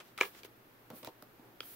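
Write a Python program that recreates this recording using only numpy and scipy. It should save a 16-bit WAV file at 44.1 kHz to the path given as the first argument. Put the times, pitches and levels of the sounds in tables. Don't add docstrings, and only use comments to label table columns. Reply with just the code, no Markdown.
import sys
import numpy as np
from scipy import signal
from scipy.fft import rfft, irfft, next_fast_len
from scipy.io import wavfile

SR = 44100
rng = np.random.default_rng(int(sys.argv[2]) if len(sys.argv) > 2 else 0)


def log_audio(samples):
    frames = np.atleast_2d(samples).T
    limited = np.clip(frames, -1, 1)
    pcm = np.round(limited * 32767).astype(np.int16)
    wavfile.write(sys.argv[1], SR, pcm)


N = 77175
T = np.arange(N) / SR
ATTACK_S = 0.00031

# (f/Hz, likeness 0-1)
DIFFUSE_LIKENESS = [(30, 0.2), (100, 0.82), (350, 0.83), (1000, 0), (3000, 0), (12000, 0)]
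# (f/Hz, likeness 0-1)
CONTACT_LIKENESS = [(200, 0.94), (1000, 0.71), (3000, 0.25), (7000, 0.086), (14000, 0.102)]


def from_db(db):
    return 10 ** (np.asarray(db) / 20)


def rms_one(x):
    return x / np.sqrt(np.mean(x ** 2) + 1e-20)


def on_bins(points):
    hz, value = np.transpose(points)
    bins = np.linspace(1, SR / 2, next_fast_len(N) + 1)
    return np.interp(np.log(bins), np.log(hz), value)


def colour(x, spectrum):
    gain = rms_one(from_db(on_bins(spectrum)))
    cepstrum = irfft(np.log(gain))
    size = len(cepstrum)
    cepstrum[1:size // 2] *= 2
    cepstrum[size // 2 + 1:] = 0
    response = np.exp(rfft(cepstrum))
    return irfft(rfft(x, size) * response)[..., :N]


def stereo(pair, likeness):
    alike = np.clip(on_bins(likeness), 0, 1)
    mid, side = rfft(pair, 2 * (len(alike) - 1))
    common = np.sqrt(1 + alike) * mid
    opposed = np.sqrt(1 - alike) * side * [[1], [-1]]
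    return irfft(common + opposed)[:, :N]


def grains(per_s, spread_db):
    size_db = spread_db * np.minimum(rng.exponential(1, (2, N)), 3)
    clicks = from_db(size_db) * rng.choice([-1, 1], (2, N))
    struck = rng.random((2, N)) < per_s / SR
    return rms_one(clicks * struck)


def envelope(start, attack, hold, release):
    rise = np.clip((T - start) / attack, 0, 1)
    fall = np.exp(-np.maximum(T - start - attack - hold, 0) / release)
    return rise * fall


def bursts(rows, spectrum):
    level = sum(from_db(db) * envelope(s, ATTACK_S, 0, decay) for s, db, decay in rows)
    clicks = grains(per_s=5000, spread_db=2.5) * level
    return colour(stereo(clicks, CONTACT_LIKENESS), spectrum)


def ringing(modes):
    ring = 0
    for k, (hz, db, t60) in enumerate(modes):
        decay = np.exp(-np.log(1000) * T / t60)
        ring = ring + from_db(db) * decay * np.sin(2 * np.pi * hz * T) * (-1) ** k
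    return ring


def sheet_pop(event, modes, low_cut_hz=288):
    s, db, lead = event
    age = np.maximum(T - s + np.array([[0], [lead]]), 0)
    pop = 0
    for hz, level, swell in modes:
        swelling = age / swell * np.exp(1 - age / swell)
        pop = pop + from_db(level) * swelling * np.sin(2 * np.pi * hz * age)
    low_cut = signal.butter(4, low_cut_hz, "high", fs=SR, output="sos")
    return from_db(db) * signal.sosfilt(low_cut, pop)


def background():
    air_level_db, hum_hz = -63.5, 116.6
    air_db, hum_db = air_level_db, -75
    # (f/Hz, relative level/dB)
    floor_colour = [(25, -4), (45, -37), (62, 0.5), (80, -19.5), (115, 3), (150, -3.5), (320, 1.5),
                    (600, -4), (1500, -7), (3500, -16.5), (7500, -25.5), (10000, -24), (13000, -14.5),
                    (16000, -16.5)]
    air = colour(stereo(rng.standard_normal((2, N)), DIFFUSE_LIKENESS), floor_colour)
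    hum = rms_one(np.sin(2 * np.pi * hum_hz * T))
    return from_db(air_db) * air + from_db(hum_db) * hum


def room(x):
    tail_db, tail_t60_s, gap_s, ring_t60_s = -12.5, 0.15, 0.0079, 0.16
    # (f/Hz, level/dB)
    room_modes = [(402, -61), (484, -58), (535, -57), (737, -63), (985, -62), (1245, -61.5), (1558, -59),
                  (1664, -60)]
    # (f/Hz, relative level/dB)
    room_colour = [(100, -14.5), (260, -8.5), (450, 1), (1600, -1.5), (2350, -5.5), (3200, 1.5), (8000, -4),
                   (16000, 4)]
    tail = rng.standard_normal((2, N)) * envelope(gap_s, ATTACK_S, 0, tail_t60_s / np.log(1000))
    unit_energy = rms_one(tail) / np.sqrt(N)
    tail = colour(stereo(unit_energy, DIFFUSE_LIKENESS), room_colour)
    rings = ringing([(hz, db, ring_t60_s) for hz, db in room_modes])
    return signal.fftconvolve(x, from_db(tail_db) * tail + rings, axes=1)[:, :N]


def drags():
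    # (start t/s, attack/s, hold/s, release/s, level/dB)
    drag_moves = [(.905, 0.011, 0.031, 0.024, -58), (1.405, 0.031, 0.032, 0.063, -66)]
    # (f/Hz, relative level/dB)
    drag_colour = [(90, -13), (200, 0.5), (420, 0.5), (900, -5), (1400, -12.5), (2000, -23.5), (8000, -32)]
    level = sum(from_db(db) * envelope(*shape) for *shape, db in drag_moves)
    friction = level * grains(per_s=1800, spread_db=1.0)
    return colour(stereo(friction, CONTACT_LIKENESS), drag_colour)


def taps():
    scuff_db, tick_decay_s = -2.5, 0.0014
    # (t/s, knock/dB, scuff decay/s, tick/dB, push/dB)
    touches = [(.9022, -50, 0.013, -44.5, -45), (0.9334, -59, 0.011, -68, -44),
               (1.0298, -50.5, 0.01, -52, -52.5), (1.0470, -53, 0.0035, -38.5, -68),
               (1.0722, -41.5, 0.0048, -44.5, -43.5), (1.0845, -50, 0.0059, -66, -70),
               (1.224, -54.5, 0.0093, -46, -50), (1.3931, -59.5, 0.008, -73, -49.5)]
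    # (f/Hz, relative level/dB, t60/s)
    table_modes = [(120, -13.5, 0.18), (320, -6.5, 0.094), (387, -4.5, 0.046), (484, -10, .07),
                   (619, -3, 0.055), (757, -8, 0.072), (912, -8.5, 0.084), (1037, -10.5, 0.083)]
    # (f/Hz, relative level/dB, swell time/s)
    push_modes = [(249, -0.5, 0.0024)]
    # (f/Hz, relative level/dB)
    scuff_colour = [(60, -16), (130, -8), (280, -10.5), (420, -1), (650, -0.5), (1000, -5.5), (1700, -16.5),
                    (4000, -18), (12000, -40)]
    # (f/Hz, relative level/dB)
    tick_colour = [(300, -11), (1300, 3), (2300, -7.5), (3700, -2.5), (5500, -3.5), (7800, -13),
                   (12000, -3.5), (16000, -1.5)]
    ring = ringing(table_modes)
    knocks = sum(from_db(db) * np.interp(T - s, T, ring, left=0) for s, db, *_ in touches)
    pushes = sum(sheet_pop((s, db, 0), push_modes, low_cut_hz=98) for s, *_, db in touches)
    scuffs = bursts([(s, db + scuff_db, decay) for s, db, decay, *_ in touches], scuff_colour)
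    ticks = bursts([(s, db, tick_decay_s) for s, _, _, db, _ in touches], tick_colour)
    return knocks + pushes + scuffs + ticks


def slides():
    # (start t/s, attack/s, hold/s, release/s, hiss/dB, rustle/dB)
    strokes = [(.01, 0.051, 0.024, 0.035, -71, -70), (0.192, 0.015, 0.06, 0.033, -51.5, -59.5),
               (0.313, 0.07, 0.0092, 0.022, -63.5, -61.5), (0.442, 0.0051, 0.0086, .008, -57, -61.5),
               (0.929, 0.032, 0.026, 0.039, -54.5, -66.5), (1.042, 0.016, 0.015, 0.012, -74, -58),
               (1.607, 0.051, 0.08, .03, -52.5, -65.5)]
    # (f/Hz, relative level/dB)
    hiss_colour = [(1000, -24), (6500, -16.5), (9500, -7), (12500, 0.5), (15500, 2.5)]
    # (f/Hz, relative level/dB)
    rustle_colour = [(100, -3), (350, -9.5), (1200, -2), (3500, -3.5), (5500, -7), (9000, -13.5),
                     (16000, -30)]
    hiss_level = sum(from_db(db) * envelope(*shape) for *shape, db, _ in strokes)
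    rustle_level = sum(from_db(db) * envelope(*shape) for *shape, _, db in strokes)
    hiss = hiss_level * rng.standard_normal((2, N))
    rustle = rustle_level * grains(per_s=3800, spread_db=0.9)
    fine = colour(stereo(hiss, DIFFUSE_LIKENESS), hiss_colour)
    return fine + colour(stereo(rustle, DIFFUSE_LIKENESS), rustle_colour)


def flaps():
    # (t/s, level/dB)
    swings = [(0.223, -41), (0.2504, -44.5), (0.4466, -48)]
    # (f/Hz, relative level/dB, swell time/s)
    flap_modes = [(406.5, -0.5, .003)]
    return sum(sheet_pop((s, db, 0), flap_modes) for s, db in swings)


def buckle():
    # (t/s, level/dB, right-ear lead/s)
    buckling = (1.6047, -37.5, -0.000059)
    # (f/Hz, relative level/dB, swell time/s)
    slack_modes = [(457, -4, 0.0012), (1370, -1, 0.0013), (1760, -5.5, 0.0011), (2410, 6, 0.00046),
                   (3170, 4, 0.0011), (4870, -0.5, 0.00048)]
    return sheet_pop(buckling, slack_modes)


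def creases():
    # (t/s, level/dB, pitch f/Hz)
    crunches = [(0.1857, -35.5, 1293), (.1778, -45, 2290), (0.2216, -37.5, 1730), (.2315, -38, 2084),
                (.2338, -33, 1195), (0.2527, -48, 2510), (1.6313, -52, 1310)]
    # (multiple of its pitch, relative level/dB, swell time/s)
    crease_modes = [(1, 1, 0.0011), (1.7, -7, 0.00076)]
    pops = 0
    for s, db, hz in crunches:
        modes = [(hz * ratio, level, swell) for ratio, level, swell in crease_modes]
        pops = pops + sheet_pop((s, db, 0), modes)
    return pops


def crinkles():
    # (t/s, sheet level/dB, decay/s, bright fibre level/dB)
    rips = [(.001, -49.5, 0.012, -60), (0.1767, -48.5, 0.0061, -44.5), (0.1865, -48, 0.015, -71),
            (0.2048, -42, 0.012, -50), (0.2108, -33.5, 0.0042, -44), (0.2197, -43.5, 0.011, -49),
            (0.231, -43.5, 0.0025, -57), (0.2495, -55, 0.0084, -51), (0.348, -56, 0.0084, -72),
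            (0.433, -63, 0.0034, -49), (0.4467, -55, 0.0083, -53), (1.0306, -60, 0.0037, -52),
            (1.0729, -67, 0.0019, -48.5), (1.6046, -59, 0.0034, -44.5), (1.6306, -55.5, .003, -57)]
    # (f/Hz, relative level/dB)
    crinkle_colour = [(100, -35), (270, -14.5), (410, -3.5), (700, -5.5), (1250, -5), (2400, -5.5),
                      (4000, -13.5), (8000, -21), (16000, -32.5)]
    # (f/Hz, relative level/dB)
    fibre_colour = [(200, -7.5), (1200, -12.5), (2500, -1), (4500, -4.5), (7800, -15), (11000, -11),
                    (16000, -14)]
    sheet = bursts([(s, db, decay) for s, db, decay, _ in rips], crinkle_colour)
    fibres = bursts([(s, db, decay) for s, _, decay, db in rips], fibre_colour)
    return sheet + fibres


def snaps():
    # (t/s, level/dB, right-ear lead/s)
    partings = [(.2101, -14.5, 0.000031), (0.4338, -48, .00002)]
    # (f/Hz, relative level/dB, swell time/s)
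    taut_modes = [(444, -8.5, 0.0014), (772, -17, 0.0025), (955, -13, 0.002), (1230, -9.5, 0.0014),
                  (1648, -15, 0.0024), (2360, -0.5, 0.0016), (2730, -6.5, 0.00069), (3760, -19, 0.0011),
                  (5560, -23.5, 0.00098), (6720, -15, 0.00047)]
    return sum(sheet_pop(parting, taut_modes) for parting in partings)


def scene():
    touch_right_db, slide_right_db, rumble_cut_hz = 0.8, 1, 73
    mat = (taps() + drags()) * from_db([[0], [touch_right_db]])
    contacts = mat + flaps() + buckle() + creases() + crinkles() + snaps()
    near = contacts + room(contacts) + slides() * from_db([[0], [slide_right_db]])
    rumble_cut = signal.butter(2, rumble_cut_hz, "high", fs=SR, output="sos")
    return signal.sosfilt(rumble_cut, near) + background()


def record(dry):
    top_cut = signal.ellip(12, .1, 70, 15750, fs=SR, output="sos")
    return signal.sosfilt(top_cut, dry)


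dry = scene()
out = record(dry)
log_audio(out)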